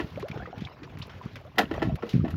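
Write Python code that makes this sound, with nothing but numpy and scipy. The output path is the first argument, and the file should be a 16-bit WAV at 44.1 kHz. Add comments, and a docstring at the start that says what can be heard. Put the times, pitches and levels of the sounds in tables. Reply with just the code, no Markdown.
"""Pipe knocking in a canoe

A long pipe knocks and grinds on the planks of a wooden canoe: blows and grit drive decaying hull modes.
Small waves slap and splash in noise bursts, gulp in gliding sines and lap in patchy noise with tiny drops.
Fine spray hisses and ticks; gusts buffet the microphone with rumble and short, low wave-packet pops."""
import sys
import numpy as np
from scipy import signal
from scipy.fft import rfft, irfft
from scipy.io import wavfile
from scipy.ndimage import uniform_filter1d

SR = 44100
rng = np.random.default_rng(int(sys.argv[2]) if len(sys.argv) > 2 else 0)


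def log_audio(samples):
    """Write samples as a 16-bit WAV file to the path given in sys.argv[1]."""
    # one column per channel
    frames = np.atleast_2d(samples).T
    # limit to full scale, then quantise
    limited = np.clip(frames, -1, 1)
    pcm = np.round(limited * 32767).astype(np.int16)
    wavfile.write(sys.argv[1], SR, pcm)


N = 104340  # length in samples


def amp(db):
    """Turns dB into linear amplitude."""
    return 10 ** (np.asarray(db) / 20)


def evened(x):
    """Scales a signal to unit RMS."""
    return x / np.sqrt(np.mean(x ** 2) + 1e-20)


def read(points, hz):
    """Reads a spectrum table along a logarithmic frequency axis."""
    f, value = np.transpose(points)
    return np.interp(np.log(hz + 1), np.log(f + 1), value)


def curve(points):
    """Draws a gain envelope through points of time and dB."""
    s, db = np.transpose(points)
    return amp(np.interp(np.arange(N) / SR, s, db))


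def add(mix, s, sound):
    """Lays a sound into the mix from time s, cut at the end of the mix."""
    at = max(round(s * SR), 0)
    part = mix[at:at + len(sound)]
    part += sound[:len(part)]


def colour(x, db_of):
    """Shapes the spectrum of x by a dB rule of frequency, without phase shift."""
    return irfft(rfft(x) * amp(db_of(np.fft.rfftfreq(len(x), 1 / SR) + 1)), len(x))


def patchy(shape, patchy_db, flicker_db, size=512):
    """Coloured noise with drifting time-frequency patches and a flicker shared by all bands."""
    hz = np.fft.rfftfreq(size, 1 / SR)
    real, imaginary, c = rng.standard_normal((4 * N // size + 6, len(hz), 3)).T
    smooth = uniform_filter1d(c, size=6, axis=0)  # across frequency, then time
    patches = evened(uniform_filter1d(smooth, size=8, axis=1))
    flicker = evened(uniform_filter1d(c[0], size=4))
    level_db = read(shape, hz)[:, None] + patchy_db * patches + flicker_db * flicker
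    z = (real + 1j * imaginary) * amp(level_db)
    return evened(signal.istft(z, nperseg=size, noverlap=3 * size // 4)[1][:N])


def hull_modes(t):
    """Hull and pipe resonances: decaying sines of alternating sign; returns their pitches and waves."""
    # resonances: f/Hz, relative level/dB, t60/s
    hull = [(225, 0, .05), (322, 2, .05), (452, 1, 0.1), (565, 0, 0.04), (668, 2, 0.045), (766, 2, 0.03),
            (1120, -6, 0.03), (1303, -4, 0.045), (1500, -6, 0.015), (1735, -2, 0.022), (2030, -5, 0.012),
            (2552, -8, 0.015), (3208, -8, 0.012)]
    modes = []
    for k, (hz, db, t60) in enumerate(hull):
        ring = amp(db - 60 * t / t60) * np.sin(2 * np.pi * hz * t)
        modes.append((-1) ** k * ring / np.sqrt(t60))
    return np.transpose(hull)[0], np.array(modes) / np.linalg.norm(modes)


def knock_drive(t, contact, t60):
    """Excitation of a knock: a sharp blow, gritty contact noise, then a lumpy rattle."""
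    grit_spread_db, touch_bass = 3, 0.42
    rattle_db, treble_decay = -11.5, 0.97  # rattle treble dies in 0.97 of the time
    blow_db, blow_t60 = 5.5, 0.0016  # dB, s
    a, b, c = rng.standard_normal((3, len(t)))
    lumps = amp(grit_spread_db * evened(uniform_filter1d(c, size=90)))
    touch = a - (1 - touch_bass) * uniform_filter1d(a, size=30)
    touch = touch * np.exp(-(t / contact) ** 2)
    low = uniform_filter1d(b, size=16)
    after = np.maximum(t - contact, 0) / t60
    rattle = low * lumps * amp(-60 * after) + (b - low) * amp(-60 * after / treble_decay)
    rattle = rattle * amp(rattle_db) * np.minimum(t / contact, 1)
    blow = amp(blow_db - 60 * t / blow_t60)
    return touch * np.sqrt(lumps) + rattle + blow


def knocks():
    """Pipe on planks: each contact rings the modes near its struck spot, with bare grit heard beside them."""
    # knocks: t/s, relative level/dB, contact/s, tilt/dB per octave, rattle t60/s, favoured f/Hz
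    hits = [(0.0, -30, 0.017, -2.5, 0.19, 322), (1.557, -53.5, 0.011, 2, 0.035, 2080),
            (1.574, -39.5, 0.024, -5.5, .05, 730), (1.5829, -17.5, 0.01, 2, 0.14, 1640),
            (1.591, -21.5, 0.005, -0.5, 0.098, 780), (1.601, -28, 0.0014, -6.5, 0.091, 664),
            (1.612, -25, 0.0027, -2, 0.12, 1360), (1.621, -43, 0.0052, -6, 0.074, 690),
            (1.631, -35.5, 0.0043, -4, 0.17, 1500), (1.712, -30, 0.008, -3, 0.14, 320),
            (1.739, -38.5, 0.0099, -1, 0.16, 2030), (1.819, -24.5, 0.0035, -5.5, 0.18, 2200),
            (1.825, -26.5, 0.0092, -1.5, 0.26, 314), (2.024, -37, 0.01, -3.5, 0.15, 1280),
            (2.032, -31.5, 0.0042, -5.5, 0.39, 438), (2.247, -39, 0.02, -4, 0.47, 696),
            (2.28, -38.5, 0.0082, -1.5, 0.41, 1120)]
    # colour of the bare contact: f/Hz, relative level/dB
    grit_colour = [(100, -49), (200, 14), (350, -15), (800, 2.5), (1800, 4.5), (3500, 0), (6000, -12),
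                   (10000, -7.5), (16000, -3)]
    spot_db, grit_db = 10, 3
    t, out = np.arange(SR // 3) / SR, np.zeros(N)
    mode_hz, modes = hull_modes(t)
    pad = 256  # room for the zero-phase colouring
    for s, db, contact, tilt_db, t60, spot_hz in hits:
        boost_db = spot_db * np.exp(-(4 * np.log2(mode_hz / spot_hz)) ** 2)
        body = amp(boost_db) @ modes
        drive = np.pad(knock_drive(t, contact, t60), (pad, pad))
        ringing = signal.oaconvolve(drive, body)[:len(drive)]
        grit = amp(grit_db) * colour(drive, lambda f: read(grit_colour, f))
        # spectral tilt, with the bass held back
        sound = colour(ringing + grit,
                       lambda f: tilt_db * np.log2(f / 1000 + 0.086) - 30 / (1 + (f / 140) ** 4))
        add(out, s, amp(db) * sound[pad - 20:])  # a 20-sample lead-in stays
    return out


def splashes():
    """Water slaps: short grainy noise bursts, each around its own centre, with fine spray on top."""
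    # slaps and splashes: t/s, relative level/dB, centre f/Hz, relative spray level/dB, t60/s
    slaps = [(0.0754, -61, 1800, -75, 0.28), (0.1568, -43.5, 2120, -72, 0.047),
             (0.2027, -31, 1900, -60, 0.097), (0.2217, -28, 2240, -89, 0.042),
             (0.283, -27.5, 2000, -52, 0.066), (0.3132, -26, 2400, -70, 0.028),
             (0.341, -36, 1550, -79, 0.056), (0.375, -30, 1400, -84, 0.068),
             (0.3977, -40, 1500, -74, 0.047), (0.4232, -45, 1590, -80, 0.09), (0.46, -39, 1880, -73, 0.11),
             (0.58, -32, 2430, -56, 0.047), (0.6058, -34.5, 2210, -72, 0.25), (0.65, -32, 3040, -83, 0.068),
             (0.8317, -31, 1980, -68, 0.077), (0.9716, -29.5, 1580, -75, 0.03),
             (0.986, -34.5, 1800, -52.5, 0.12), (1.0215, -29.5, 3080, -80, 0.12),
             (1.0683, -57, 2870, -49, 0.022), (1.0947, -32, 1310, -78, 0.14), (1.1316, -42, 1610, -82, 0.2),
             (1.15, -40, 1820, -86, 0.13), (1.2254, -40.5, 1870, -82, 0.72),
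             (1.3558, -25.5, 1900, -57.5, 0.092), (1.384, -57, 1530, -72, 0.045),
             (1.6775, -40, 1620, -64, 0.055), (1.955, -29.5, 2110, -47.5, 0.054),
             (1.9946, -36, 1500, -71, 0.02), (2.091, -28, 3080, -54, 0.21), (2.1286, -32, 1840, -63, 0.3),
             (2.3038, -30.5, 1800, -52, 0.1)]
    width_octaves, wet_db, rise_s = 0.72, -12.5, 0.0012
    t, out = np.arange(SR // 5) / SR, np.zeros(N)
    for s, db, hz, spray_db, t60 in slaps:
        a, b, c = rng.standard_normal((3, len(t)))
        grains = amp(1.3 * evened(uniform_filter1d(c, size=60)))
        wet = evened(colour(a * grains,
                            lambda f: -9 * np.log1p((np.log2(f / hz) / width_octaves) ** 2)))
        fine = evened(colour(b, lambda f: -30 / (1 + (f / 6500) ** 6)))
        fade = np.minimum(t / rise_s, 1) * amp(-60 * t / t60)
        fine_gain = amp(spray_db + 16 - 30 * t / t60)  # spray fades faster than the slap
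        add(out, s, fade * (amp(db + wet_db) * wet + fine_gain * fine))
    return out


def bubble(hz, rise, t60):
    """A bubble: a gliding, slightly wobbling sine that decays and is faded out at its end."""
    rise_s, life_s, wobble_depth = 0.00027, 0.045, 0.045  # life_s is the longest
    t = np.arange(0, min(life_s, t60 / 2), 1 / SR)
    wobble = evened(uniform_filter1d(rng.standard_normal(SR // 10), size=80))[:len(t)]
    fade = np.minimum(t / rise_s, 1) * amp(-60 * t / t60)
    fade = fade * np.minimum((t[-1] - t) / 0.011, 1)
    pitch = (hz + rise * t) * (1 + wobble_depth * wobble)
    return fade * np.sin(2 * np.pi * np.cumsum(pitch) / SR)


def bubbles():
    """The larger gulps and drips along the hull, one gliding sine each."""
    # bubbles: t/s, start f/Hz, glide/Hz per s, level/dB, t60/s
    gulps = [(.159, 2230, 5006, -33.5, 0.019), (0.175, 507, 14000, -26.5, 0.066),
             (.265, 760, 8995, -47, 0.036), (.342, 407, 1988, -35, 0.057), (.345, 833, 998, -40, 0.15),
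             (0.398, 1440, 4000, -38, 0.084), (0.434, 1750, 3000, -37.5, 0.03), (.82, 289, 1500, -37, 0.11),
             (.201, 2100, 2998, -38, 0.028), (0.227, 1020, 8000, -29, 0.025),
             (.229, 356, 9002, -28.5, 0.28), (0.315, 2440, -9000, -33.5, 0.035),
             (0.374, 368, 9000, -23.5, 0.023), (.403, 703, 2999, -36.5, 0.074),
             (.422, 777, 2005, -36.5, 0.066), (0.422, 1610, 3000, -34, 0.03),
             (0.457, 1220, 6000, -32, 0.038), (0.46, 1896, 2998, -40, 0.054),
             (.474, 468, 1500, -33.5, 0.068), (.529, 724, 6008, -32, 0.062),
             (.671, 2260, 3000, -34.5, 0.031), (1.017, 2540, 150006, -33.5, 0.027),
             (1.021, 3734, 149996, -34, 0.033), (0.65, 3330, 60000, -30.5, 0.026),
             (1.213, 1003, 2000, -34.5, 0.055), (1.45, 500, 6987, -43, 0.21),
             (1.655, 3040, 1000, -33, 0.021), (1.78, 600, 5005, -19.5, 0.025),
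             (1.895, 671, -1500, -30, 0.11), (2.206, 1235, 3987, -42, 0.055),
             (2.342, 1390, 4001, -35, 0.019)]
    out = np.zeros(N)
    for s, hz, rise, db, t60 in gulps:
        add(out, s, amp(db) * bubble(hz, rise, t60))
    return out


def lapping():
    """Lapping water: patchy wash plus a random scatter of tiny rising drops under one swelling level."""
    # swell of the lapping: t/s, relative level/dB
    swell = [(0.0, -59), (0.22, -53.5), (0.34, -48.5), (0.45, -53), (0.64, -50), (0.78, -54), (1.24, -55),
             (1.43, -56), (1.5, -62.5), (1.65, -62.5), (1.76, -43.5), (1.95, -53), (2.08, -54.5),
             (2.37, -64.5)]
    # colour of wash and drops: f/Hz, relative level/dB
    lap_colour = [(100, -14), (350, 0.5), (600, 2.5), (1400, -0.5), (3000, -5.5), (6000, -19.5),
                  (10000, -22.5), (16000, -9)]
    drops_per_s, drops_db = 700, 1
    size = amp(3.7 * np.minimum(rng.exponential(1, N), 4))
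    size = size * (rng.random(N) < drops_per_s / SR)
    kind, drops = rng.integers(0, 24, N), np.zeros(N)
    for k, hz in enumerate(np.geomspace(350, 5500, num=24)):
        drop = amp(read(lap_colour, hz)) * np.sqrt(hz) * bubble(hz, 9 * hz, 22 / hz)
        drops += signal.oaconvolve(size * (kind == k), drop)[:N]
    wash = patchy(lap_colour, patchy_db=5.5, flicker_db=1.5)
    return curve(swell) * (wash + amp(drops_db) * evened(drops))


def spray():
    """Fine hiss of far water as patchy treble noise, and spray ticks as brief bursts of sharpened noise."""
    # swell of the hiss: t/s, relative level/dB
    hiss_swell = [(0.0, -61), (0.17, -61.5), (0.41, -97), (0.93, -70.5), (1.16, -67), (1.58, -71.5),
                  (1.74, -62), (1.99, -78), (2.07, -57.5), (2.24, -69), (2.37, -65)]
    # spray ticks: t/s, relative level/dB
    spray_ticks = [(0.1983, -48), (0.351, -67), (0.408, -64), (1.2185, -60), (1.2537, -59), (1.3335, -64),
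                   (1.4122, -62), (1.453, -64), (1.4652, -61.5)]
    tick_db, tick_t60 = -1.5, 0.014  # dB, s
    hiss_colour = [(3000, 5.5), (7000, -8.0), (16000, 5.5)]  # f/Hz, relative level/dB
    t = np.arange(SR // 20) / SR
    out = curve(hiss_swell) * patchy(hiss_colour, patchy_db=1.5, flicker_db=1.5, size=256)
    for s, db in spray_ticks:
        sharp = np.diff(rng.standard_normal(len(t) + 2), 2)  # differencing lifts the treble
        add(out, s, amp(db + tick_db - 60 * t / tick_t60) * sharp)
    return amp(11.0) * out


def wind():
    """Wind on the microphone: lumpy rumble, and eddies that push the diaphragm for a turn or two."""
    # swell of the rumble: t/s, level/dB
    gusts = [(0.04, -38), (0.07, -49), (0.17, -37.5), (0.35, -58), (0.39, -38.5), (0.48, -44), (0.51, -46),
             (0.63, -37), (0.67, -51), (0.76, -56), (0.78, -46.5), (1.01, -46), (1.51, -46.5), (1.55, -43),
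             (1.71, -43.5), (1.77, -30.5), (1.79, -41), (1.88, -27), (1.95, -38.5), (1.97, -49.5),
             (2.128, -48), (2.142, -35.5), (2.21, -27.5), (2.32, -40.5), (2.34, -25), (2.37, -30)]
    # colour of the rumble: f/Hz, relative level/dB
    wind_colour = [(25, -29), (50, -27.5), (100, 14.5), (160, -7.5), (250, -5.5), (400, -16.5), (800, -60)]
    # wind pops: centre t/s, relative level/dB, f/Hz
    pops = [(0.046, -27, 152), (0.208, -32.5, 160), (0.303, -28.5, 161), (0.319, -30, 135),
            (0.362, -28, 120), (0.579, -29.5, 143), (0.622, -22.5, 162), (0.821, -53, 144),
            (0.956, -33.5, 121), (0.975, -32, 118), (1.006, -29.5, 123), (1.261, -25.5, 166),
            (1.641, -26, 210), (1.767, -34, 119), (1.855, -36, 211), (1.875, -22, 211), (1.887, -18, 184),
            (1.905, -32, 101), (1.918, -31, 183), (1.926, -23.5, 177), (1.943, -24, 116), (2.065, -37, 239),
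            (2.142, -13, 164), (2.154, -14.5, 182), (2.165, -13, 153.5), (2.181, -21.5, 193),
            (2.197, -15, 145), (2.216, -19.5, 118), (2.232, -21.5, 117), (2.243, -15.5, 234),
            (2.254, -24.5, 264), (2.268, -24.5, 237), (2.28, -27.5, 142), (2.34, -35, 133),
            (2.352, -25, 118)]
    pop_turns, pop_rise = 0.81, 0.52  # reach in cycles; share of it before the centre
    edge_ratio, edge_db = 1.9, -12  # a higher, softer partner sharpens each pop
    out = curve(gusts) * patchy(wind_colour, patchy_db=-0.5, flicker_db=3.5, size=1024)
    for (s, db, hz), start in zip(pops, rng.random(len(pops))):
        turns = np.arange(-SR // 40, SR // 40) / SR * hz
        reach = pop_turns * np.where(turns < 0, pop_rise, 1)
        push = np.zeros(len(turns))
        for k, part_db in [(1, 0), (edge_ratio, edge_db)]:
            swell = np.exp(-(k * turns / reach) ** 2)
            push += amp(part_db) * swell * np.cos(2 * np.pi * (k * turns + start))
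        add(out, s - 1 / 40, amp(db) * push)
    return out


def scene():
    """Mixes the pipe, the water and the wind to one channel."""
    return (knocks() + splashes() + bubbles() + lapping() + spray() + wind())[None]


def record(dry):
    """Small microphone with a treble notch and port peaks; then a steep low-pass as the band limit."""
    # microphone response: f/Hz, level/dB
    response = [(25, -39), (50, -3.5), (100, 0.5), (5500, -1), (7000, -7.5), (8500, -23.5), (10000, -18),
                (11500, -14.5), (13500, -22.5), (15000, -17.5), (16500, -31)]
    edge_hz = 15950
    mic = colour(np.pad(dry[0], (0, 4096)), lambda f: read(response, f))[None, :N]
    low_pass = signal.firwin(511, edge_hz, window=("kaiser", 9), fs=SR)
    return signal.oaconvolve(mic, low_pass[None], "same")


dry = scene()
out = record(dry)
log_audio(out)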